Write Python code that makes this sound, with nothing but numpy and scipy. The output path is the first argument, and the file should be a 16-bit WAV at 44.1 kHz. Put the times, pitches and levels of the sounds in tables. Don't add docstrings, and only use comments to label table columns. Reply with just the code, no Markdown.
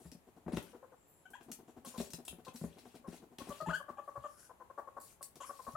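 import sys
import numpy as np
from scipy import signal
from scipy.fft import rfft, irfft, next_fast_len
from scipy.io import wavfile
from scipy.ndimage import uniform_filter1d

SR = 44100
rng = np.random.default_rng(int(sys.argv[2]) if len(sys.argv) > 2 else 0)


def to_wav(sig):
    pcm = np.clip(np.atleast_2d(sig), -1, 1) * 32767
    pcm = np.round(pcm).astype(np.int16)
    wavfile.write(sys.argv[1], SR, pcm.T)


N = 254016

# (t/s, level/dB, brightness 0-1)
CLAW_CLICKS = [(.116, -51, .48), (.566, -47, .4), (.57, -36.5, .14), (.625, -51, .94), (1.304, -59.5, 1),
               (1.408, -56, 0), (1.43, -60.5, .8), (1.516, -36.5, .6), (1.977, -43, .4), (2.001, -43, .3),
               (2.012, -44, .6), (2.103, -47.5, .54), (2.134, -37.5, .53), (2.251, -47, .75),
               (2.279, -42.5, .18), (2.281, -40.5, .85), (2.449, -53, .4), (2.481, -51, .2),
               (2.559, -48, .45), (2.785, -55, .35), (2.953, -56, .4), (3.384, -42.5, .31),
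               (3.491, -50, .6), (3.609, -51.5, .4), (3.747, -49, .7), (5.228, -35, .73), (5.356, -51, .5)]
# (f/Hz, level/dB)
DULL_CONTACT = [(200, -6), (900, 5.5), (1900, -3.5), (2400, 1), (3200, 1), (4200, -7.5), (7500, -11),
                (11000, -15), (16000, -22.5)]
BRIGHT_CONTACT = [(200, -24), (1500, -19.5), (3000, -21), (4500, -8), (6000, -7.5), (7800, 0.5),
                  (9000, 1.5), (11000, 3), (13000, -4), (16000, -8.5)]
# (f/Hz, level/dB)
OPEN_MOUTH = [(900, -20), (1500, -2), (2100, -26), (3000, 4.5), (4100, -19), (5300, -23), (7100, -2),
              (8600, -17.5), (11300, -18), (16000, -44)]


def amp(db):
    return 10 ** (np.asarray(db) / 20)


def evened(x):
    return x / np.sqrt(np.mean(x ** 2) + 1e-20)


def read(points, hz):
    f, value = np.transpose(points)
    return np.interp(np.log(hz + 1), np.log(f + 1), value)


def add(mix, s, sound):
    part = mix[max(round(s * SR), 0):][:len(sound)]
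    part += sound[:len(part)]


def noise(size, colour, other=None, share=0):
    hz = np.fft.rfftfreq(size, 1 / SR)
    other = colour if other is None else other
    db = (1 - share) * read(colour, hz) + share * read(other, hz)
    phase = np.exp(2j * np.pi * rng.random(len(hz)))
    return evened(irfft(amp(db) * phase, size))


def band(size, hz, width_hz):
    white = rng.standard_normal(size) + 1j * rng.standard_normal(size)
    fuzz = signal.sosfilt(signal.butter(2, width_hz / 2, fs=SR, output="sos"), white)
    carrier = np.exp(2j * np.pi * hz * np.arange(size) / SR)
    return evened((fuzz * carrier).real)


def wander(size, hz):
    at = np.arange(size) * hz / SR
    knots = np.arange(int(at[-1]) + 2)
    return np.interp(at, knots, rng.standard_normal(len(knots)))


def gate(t, length, rise, fall):
    opening = np.sin(np.pi / 2 * np.clip(t / rise, 0, 1))
    closing = np.sin(np.pi / 2 * np.clip((length - t) / fall, 0, 1))
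    return opening * closing


def pair(x):
    # (f/Hz, correlation 0-1)
    coherence = [(100, 0.46), (300, 0.93), (1000, 0.14), (2500, 0), (10000, 0)]
    a, b = rfft(x)
    same = read(coherence, np.fft.rfftfreq(x.shape[1], 1 / SR))
    return irfft(np.array([a, same * a + np.sqrt(1 - same ** 2) * b]), x.shape[1])


def voice(hz, harmonics_db, jitter):
    turns = np.cumsum(hz * (1 + jitter * wander(len(hz), hz=510))) / SR
    partials = [amp(db) * np.sin(2 * np.pi * (k + 1) * turns) for k, db in enumerate(harmonics_db)]
    return evened(sum(partials))


def quiet(left_db=2, level_db=-69.1):
    # (f/Hz, level/dB)
    hush_colour = [(12, -30), (25, -5), (70, 0), (230, -4), (450, -6), (680, -6.5), (980, -9),
                   (1400, -15.5), (2400, -18), (4300, -25), (5300, -28), (7300, -21), (8500, -23.5),
                   (10800, -22), (14700, -25), (16000, -38)]
    hush = pair(np.array([noise(N, hush_colour), noise(N, hush_colour)]))
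    side = np.array([[.5], [-.5]])
    return amp(level_db + side * left_db) * hush


def room(x, near_db=-3, near_fade=0.018, tail_left_db=6.5, lag_s=.00002):
    # (f/Hz, t60/s)
    decay_times = [(100, 0.29), (500, 0.4), (1500, 0.33), (4000, 0.25), (8000, 0.2), (15000, 0.3)]
    # (f/Hz, level/dB)
    reflected = [(100, -12.5), (500, -10.5), (1200, -10.5), (3000, -2), (8000, -2.5), (15000, -2.5)]
    # (f/Hz, level/dB)
    left_excess = [(100, 4.5), (300, 4), (600, 7), (1200, 7), (2200, 10), (4200, 5.5), (8000, 7),
                   (14000, -6)]
    size = SR * 3 // 4
    t = np.arange(size) / SR
    impulses = rng.choice([-1., 1.], (2, size)) * (rng.random((2, size)) < 4000 / SR)
    taps = pair(impulses)
    hz, at, z = signal.stft(taps, SR, nperseg=256)
    decay = amp(-60 * at / read(decay_times, hz)[:, None])
    tail = signal.istft(z * decay, SR, nperseg=256)[1][:, :size] * (t > .008)
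    near = taps * np.exp(-t / near_fade) * (t > .0005)
    echoes = tail / np.linalg.norm(tail[0]) + amp(near_db) * near / np.linalg.norm(near[0])
    full = next_fast_len(N + size)
    hz, side = np.fft.rfftfreq(full, 1 / SR), np.array([[.5], [-.5]])
    lag = np.exp(-2j * np.pi * hz * side * lag_s)
    direct = amp(side * read(left_excess, hz)) * lag
    paths = direct + amp(read(reflected, hz) + side * tail_left_db) * rfft(echoes, full)
    return irfft(rfft(x, full) * paths, full)[:, :N]


def landings(hz=70, damping=0.015):
    # (t/s, level/dB)
    landing_rows = [(.056, -52.5), (.534, -49.5), (2.002, -54), (2.288, -55), (2.64, -48), (3.675, -49.5),
                    (4.175, -57), (5.73, -62)]
    out, t = np.zeros(N), np.arange(SR // 4) / SR
    swell = t / damping * np.exp(1 - t / damping)
    for s, db in landing_rows:
        add(out, s, amp(db) * swell * np.sin(2 * np.pi * hz * t))
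    return out


def bumps(rattle_rise=0.0016, rattle_fade=0.0098, ring_db=-4, damping_cycles=.75):
    # (t/s, heave level/dB, heave f/Hz, rattle level/dB)
    bump_rows = [(.052, -43, 177, -46), (.12, -47, 275, -55), (.148, -46.5, 196, -56),
                 (.462, -35.5, 195, -41.5), (.479, -40, 227, -32), (.518, -48, 250, -37.5),
                 (.533, -28.5, 184, -34), (.569, -31, 200, -26.5), (1.5, -46, 240, -60),
                 (1.517, -49, 204, -51.5), (1.774, -47, 221, -50), (1.87, -43, 230, -51),
                 (1.979, -31.5, 221, -42), (1.999, -29.5, 197, -32), (2.135, -44.5, 170, -42.5),
                 (2.326, -47, 177, -45), (2.479, -45, 224, -43), (2.545, -42, 227, -49.5),
                 (2.612, -36, 177, -44.5), (2.638, -29.5, 195, -36), (3.079, -35.5, 194, -40.5),
                 (3.384, -44.5, 232, -42), (3.414, -43, 273, -42.5), (3.49, -39.5, 198, -38),
                 (3.619, -48, 159, -42), (3.67, -35, 172, -39), (3.682, -34, 176, -37.5),
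                 (4.169, -50, 121, -57), (5.677, -44, 242, -47.5), (5.734, -49, 142, -55)]
    # (f/Hz, level/dB, t60/s)
    tub_modes = [(100, -8.5, 0.18), (167.3, 2.5, 0.25), (226, 3, 0.31), (268, 4.5, 0.28), (399, 3, 0.28),
                 (500, -16, 0.083), (568, 7, 0.25), (606, 0, 0.053), (733, 2.5, 0.13), (883, 1, 0.069)]
    # (f/Hz, level/dB)
    rattle_colour = [(40, -50), (70, 9), (130, -4), (300, 7.5), (550, -4.5), (800, -7), (1300, -15),
                     (2000, -21), (3500, -40.5), (9000, -45)]
    from_s, to_s, paws_per_s = 1.45, 3.4, 13
    paw_db, paw_hz, paw_spread_hz, paw_rattle_db = -54, 260, 40, -64
    steps = np.arange(from_s, to_s, 1 / paws_per_s)
    paws = [(s + late / paws_per_s / 2, paw_db, paw_hz + paw_spread_hz * spot, paw_rattle_db)
            for s, (late, spot) in zip(steps, rng.uniform(-1, 1, (len(steps), 2)))]

    out, t = np.zeros(N), np.arange(SR // 5) / SR
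    rattle_envelope = (1 - np.exp(-t / rattle_rise)) * np.exp(-t / rattle_fade)
    for s, db, hz, rattle_db in list(bump_rows) + paws:
        swell = t * hz / (2 * damping_cycles)
        heave = (swell * np.exp(1 - swell)) ** 2 * np.sin(2 * np.pi * hz * t)
        rattle = rattle_envelope * noise(len(t), rattle_colour)
        add(out, s, amp(db) * heave + amp(rattle_db) * rattle)

    t, ring = np.arange(SR // 2) / SR, 0
    for hz, db, t60 in tub_modes:
        unit_gain = 2 * np.log(1000) / (t60 * SR)
        ring = ring + unit_gain * amp(db - 60 * t / t60) * np.cos(2 * np.pi * hz * t)
    return out + amp(ring_db) * signal.oaconvolve(out, ring)[:N]


def brushes(grain_db=2.0, rise=0.0017, fall=0.018, patch_db=4.5):
    # (t/s, length/s, level/dB, brightness 0-1)
    stroke_rows = [(0, .095, -62.5, .5), (.48, .03, -61, .15), (.52, .04, -52, .33), (.599, .13, -62, .24),
                   (1.848, .055, -48, .53), (1.903, .185, -56.5, .4), (1.98, .045, -46, .4),
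                   (2.534, .135, -56.5, .6), (2.66, .32, -65, .22), (3.072, .07, -59, .36),
                   (3.13, .06, -57, .25), (3.395, .21, -55.5, .28), (3.66, .15, -62, .8),
                   (4.022, .32, -72, .5), (5, .065, -52.5, 1), (5.051, .089, -59, .61),
                   (5.215, .04, -58, .73), (5.502, .25, -59.5, .58)]
    out = np.zeros(N)
    for s, length, db, bright in stroke_rows:
        t = np.arange(0, length, 1 / SR)
        slips = evened(amp(grain_db * wander(len(t), hz=350.5)))
        hiss = noise(len(t), DULL_CONTACT, BRIGHT_CONTACT, bright)
        add(out, s, amp(db) * gate(t, length, rise, fall) * slips * hiss)
    z = signal.stft(out, nperseg=256)[2]
    across_hz = uniform_filter1d(rng.standard_normal(z.shape), size=7, axis=0)
    patches = evened(uniform_filter1d(across_hz, size=3, axis=1))
    return signal.istft(z * evened(amp(patch_db * patches)), nperseg=256)[1][:N]


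def claws(grain_db=4, spot_db=-5, spot_width_hz=1300, hard_db=-38, doubling_db=16):
    skid_fade_s, spot_hz, spot_octaves = .004, 2100, 2.7
    out, t = np.zeros(N), np.arange(SR // 8) / SR
    attack = 1 - np.exp(-t / .0005)
    for s, db, bright in CLAW_CLICKS:
        hz = spot_hz * 2 ** (spot_octaves * bright)
        fade = skid_fade_s * 2 ** ((hard_db - db) / doubling_db)
        slips = evened(amp(grain_db * wander(len(t), hz=1125)))
        scrape = noise(len(t), DULL_CONTACT, BRIGHT_CONTACT, bright)
        skid = evened(scrape + amp(spot_db) * band(len(t), hz, spot_width_hz))
        add(out, s, amp(db) * attack * np.exp(-t / fade) * slips * skid)
    return out


def ticks(hz=12500, fade=.00012, tip_db=9):
    out, t = np.zeros(N), np.arange(SR // 200) / SR
    tick = np.exp(-t / fade) * np.cos(2 * np.pi * hz * t)
    for s, db, bright in CLAW_CLICKS:
        add(out, s, bright * amp(db + tip_db) * tick)
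    return out


def whistles(width_at_2khz_hz=210, rise=.04, fall=.06):
    # (t/s, length/s, f/Hz, level/dB)
    whistle_rows = [(.95, .3, 7480, -76), (1.065, .08, 14000, -67), (1.05, .2, 10700, -75)]
    out = np.zeros(N)
    for s, length, hz, db in whistle_rows:
        t = np.arange(0, length, 1 / SR)
        fuzz = band(len(t), hz, width_at_2khz_hz * np.sqrt(hz / 2000))
        add(out, s, amp(db) * gate(t, length, rise, fall) * fuzz)
    return out


def hisses(flutter_db=-2.5, flutter_hz=400, rise=0.015, fall=0.022):
    # (t/s, length/s, level/dB, mouth opening 0-1)
    hiss_rows = [(1.341, .022, -53.5, .94), (1.672, .053, -66.5, .7), (4.224, .06, -61.5, .83),
                 (4.27, .15, -63.5, 0), (4.369, .11, -56.5, .25), (5.401, .045, -48.5, .72),
                 (5.444, .057, -50, 0)]
    # (f/Hz, level/dB)
    shut_mouth = [(900, -7), (1500, 5), (2000, -10), (2600, -19.5), (3900, -18), (5300, 1), (6800, -6.5),
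                  (8300, -3.5), (11000, 7), (12200, -7.5), (16000, -17)]
    out = np.zeros(N)
    for s, length, db, mouth in hiss_rows:
        t = np.arange(0, length, 1 / SR)
        flutter = evened(amp(flutter_db * wander(len(t), flutter_hz)))
        air = noise(len(t), shut_mouth, OPEN_MOUTH, mouth)
        add(out, s, amp(db) * gate(t, length, rise, fall) * flutter * air)
    return out


def grunts(length=.03, rise=0.003, fall=0.011):
    # (t/s, level/dB)
    grunt_rows = [(0, -58), (.268, -57), (.363, -55), (.745, -53), (1.3, -61.5), (1.403, -58),
                  (1.483, -51.5), (1.585, -54), (1.678, -53.5), (1.765, -52), (2.184, -51), (2.382, -53.5),
                  (2.767, -54), (2.853, -52), (2.942, -51), (3.127, -49.5), (3.219, -52.5), (3.315, -57),
                  (3.47, -50), (3.888, -50), (5.356, -57)]
    # (f/Hz, level/dB)
    grunt_colour = [(80, -19), (220, 4), (330, 0.5), (430, -0.5), (560, -12.5), (720, -2.5), (900, -11.5),
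                    (1120, -15), (1450, -21), (2200, -32), (5000, -36)]
    out, t = np.zeros(N), np.arange(0, length, 1 / SR)
    for s, db in grunt_rows:
        add(out, s, amp(db) * gate(t, length, rise, fall) * noise(len(t), grunt_colour))
    return out


def cries(jitter=0.022, air_db=-20, rise=.004, fall=.007, hold=.27):
    # (t/s, length/s, start f/Hz, end f/Hz, level/dB, mouth opening 0-1)
    cry_rows = [(1.254, .018, 748, 770, -54, 0), (1.334, .018, 790, 850, -48, 0),
                (1.351, .012, 950, 1000, -47, 1), (3.66, .057, 860, 1690, -39, 1),
                (3.731, .035, 1470, 1665, -35.3, 1), (3.971, .03, 805, 880, -52, .8),
                (5.429, .027, 1000, 1250, -48, 1)]
    # (level through a shut mouth/dB, level through an open mouth/dB)
    cry_harmonics = [(-5.5, -1.5), (1, -18), (-19, -27), (-12, -37), (-45, -46)]
    out = np.zeros(N)
    for s, length, start_hz, end_hz, db, mouth in cry_rows:
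        t = np.arange(0, length, 1 / SR)
        swoop = np.sin(np.pi / 2 * np.clip((t / length - hold) / (1 - hold), 0, 1)) ** 2
        pitch_hz = start_hz * (end_hz / start_hz) ** swoop
        note = voice(pitch_hz, np.dot(cry_harmonics, [1 - mouth, mouth]), jitter)
        air = amp(air_db) * noise(len(t), OPEN_MOUTH)
        add(out, s, amp(db) * gate(t, length, rise, fall) * (note + air))
    return out


def clucks(sag=0.06, arch=0.1, rise=0.0069, fall=0.0094, third_db=-25, fourth_db=-39):
    # (t/s, length/s, f/Hz, level/dB)
    cluck_rows = [(.73, .036, 494, -54), (.825, .032, 529, -50.5), (.919, .031, 512, -55),
                  (1.844, .037, 535, -52), (1.939, .035, 512, -49.5), (2.464, .032, 524, -47.5),
                  (3.041, .04, 542, -52), (3.403, .025, 538, -46), (3.501, .031, 573, -42),
                  (3.602, .028, 624, -36.5), (3.692, .031, 628, -36.5), (3.8, .021, 561, -43.5),
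                  (3.882, .028, 576, -42), (3.981, .026, 580, -41), (4.075, .027, 569, -42),
                  (4.154, .032, 574, -41), (4.238, .034, 595, -39.5), (4.492, .03, 510, -51.5),
                  (4.599, .032, 521, -50), (4.698, .021, 541, -48), (4.775, .031, 569, -40),
                  (4.872, .022, 543, -44.5), (4.965, .028, 562, -43), (5.207, .02, 545, -49.5),
                  (5.402, .024, 550, -44.5), (5.492, .024, 562, -40), (5.589, .023, 526, -46),
                  (5.665, .032, 553, -42), (5.751, .036, 616, -35)]
    # (f/Hz, level/dB)
    rasp_colour = [(100, -57), (250, -8), (550, -8.5), (800, 1), (1150, -6), (1450, -8.5), (1900, -22),
                   (2500, -49), (6000, -39)]
    # (t/s, fundamental re second harmonic/dB)
    muffling = [(.8, 9), (1.8, 3), (2, -3), (3.1, 2), (3.6, -1), (3.9, -6), (4.8, -3.5), (5.7, -8)]
    full_db, full_rough, rough_per_db, rough_spread = -36, .23, .008, .07
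    out = np.zeros(N)
    for s, length, hz, db in cluck_rows:
        t = np.arange(0, length, 1 / SR)
        chance = rough_spread * rng.standard_normal()
        rough = np.clip(full_rough + rough_per_db * (full_db - db) + chance, 0, 1)
        along = t / length - .5
        pitch_hz = hz * (1 - sag * along - arch * along ** 2)
        first_db = np.interp(s, *np.transpose(muffling))
        tone = voice(pitch_hz, [first_db, 0, third_db, fourth_db], jitter=0.0087 + 0.057 * rough)
        cluck = evened((1 - rough) * tone + rough * noise(len(t), rasp_colour))
        add(out, s, amp(db) * gate(t, length, rise, fall) * cluck)
    return out


def scene():
    scuffle = bumps() + landings() + amp(2) * claws() + ticks() + amp(-3.5) * brushes()
    voices = clucks() + grunts() + cries() + amp(-5) * hisses() + amp(-2.5) * whistles()
    return amp(-3.3) * room(voices + scuffle) + quiet()


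def record(dry, bass_hz=38, edge_hz=15950):
    heard = signal.sosfilt(signal.butter(2, bass_hz, "highpass", fs=SR, output="sos"), dry)
    low_pass = signal.firwin(511, edge_hz, window=("kaiser", 9), fs=SR)
    return signal.oaconvolve(heard, low_pass[None], "same")


dry = scene()
out = record(dry)
to_wav(out)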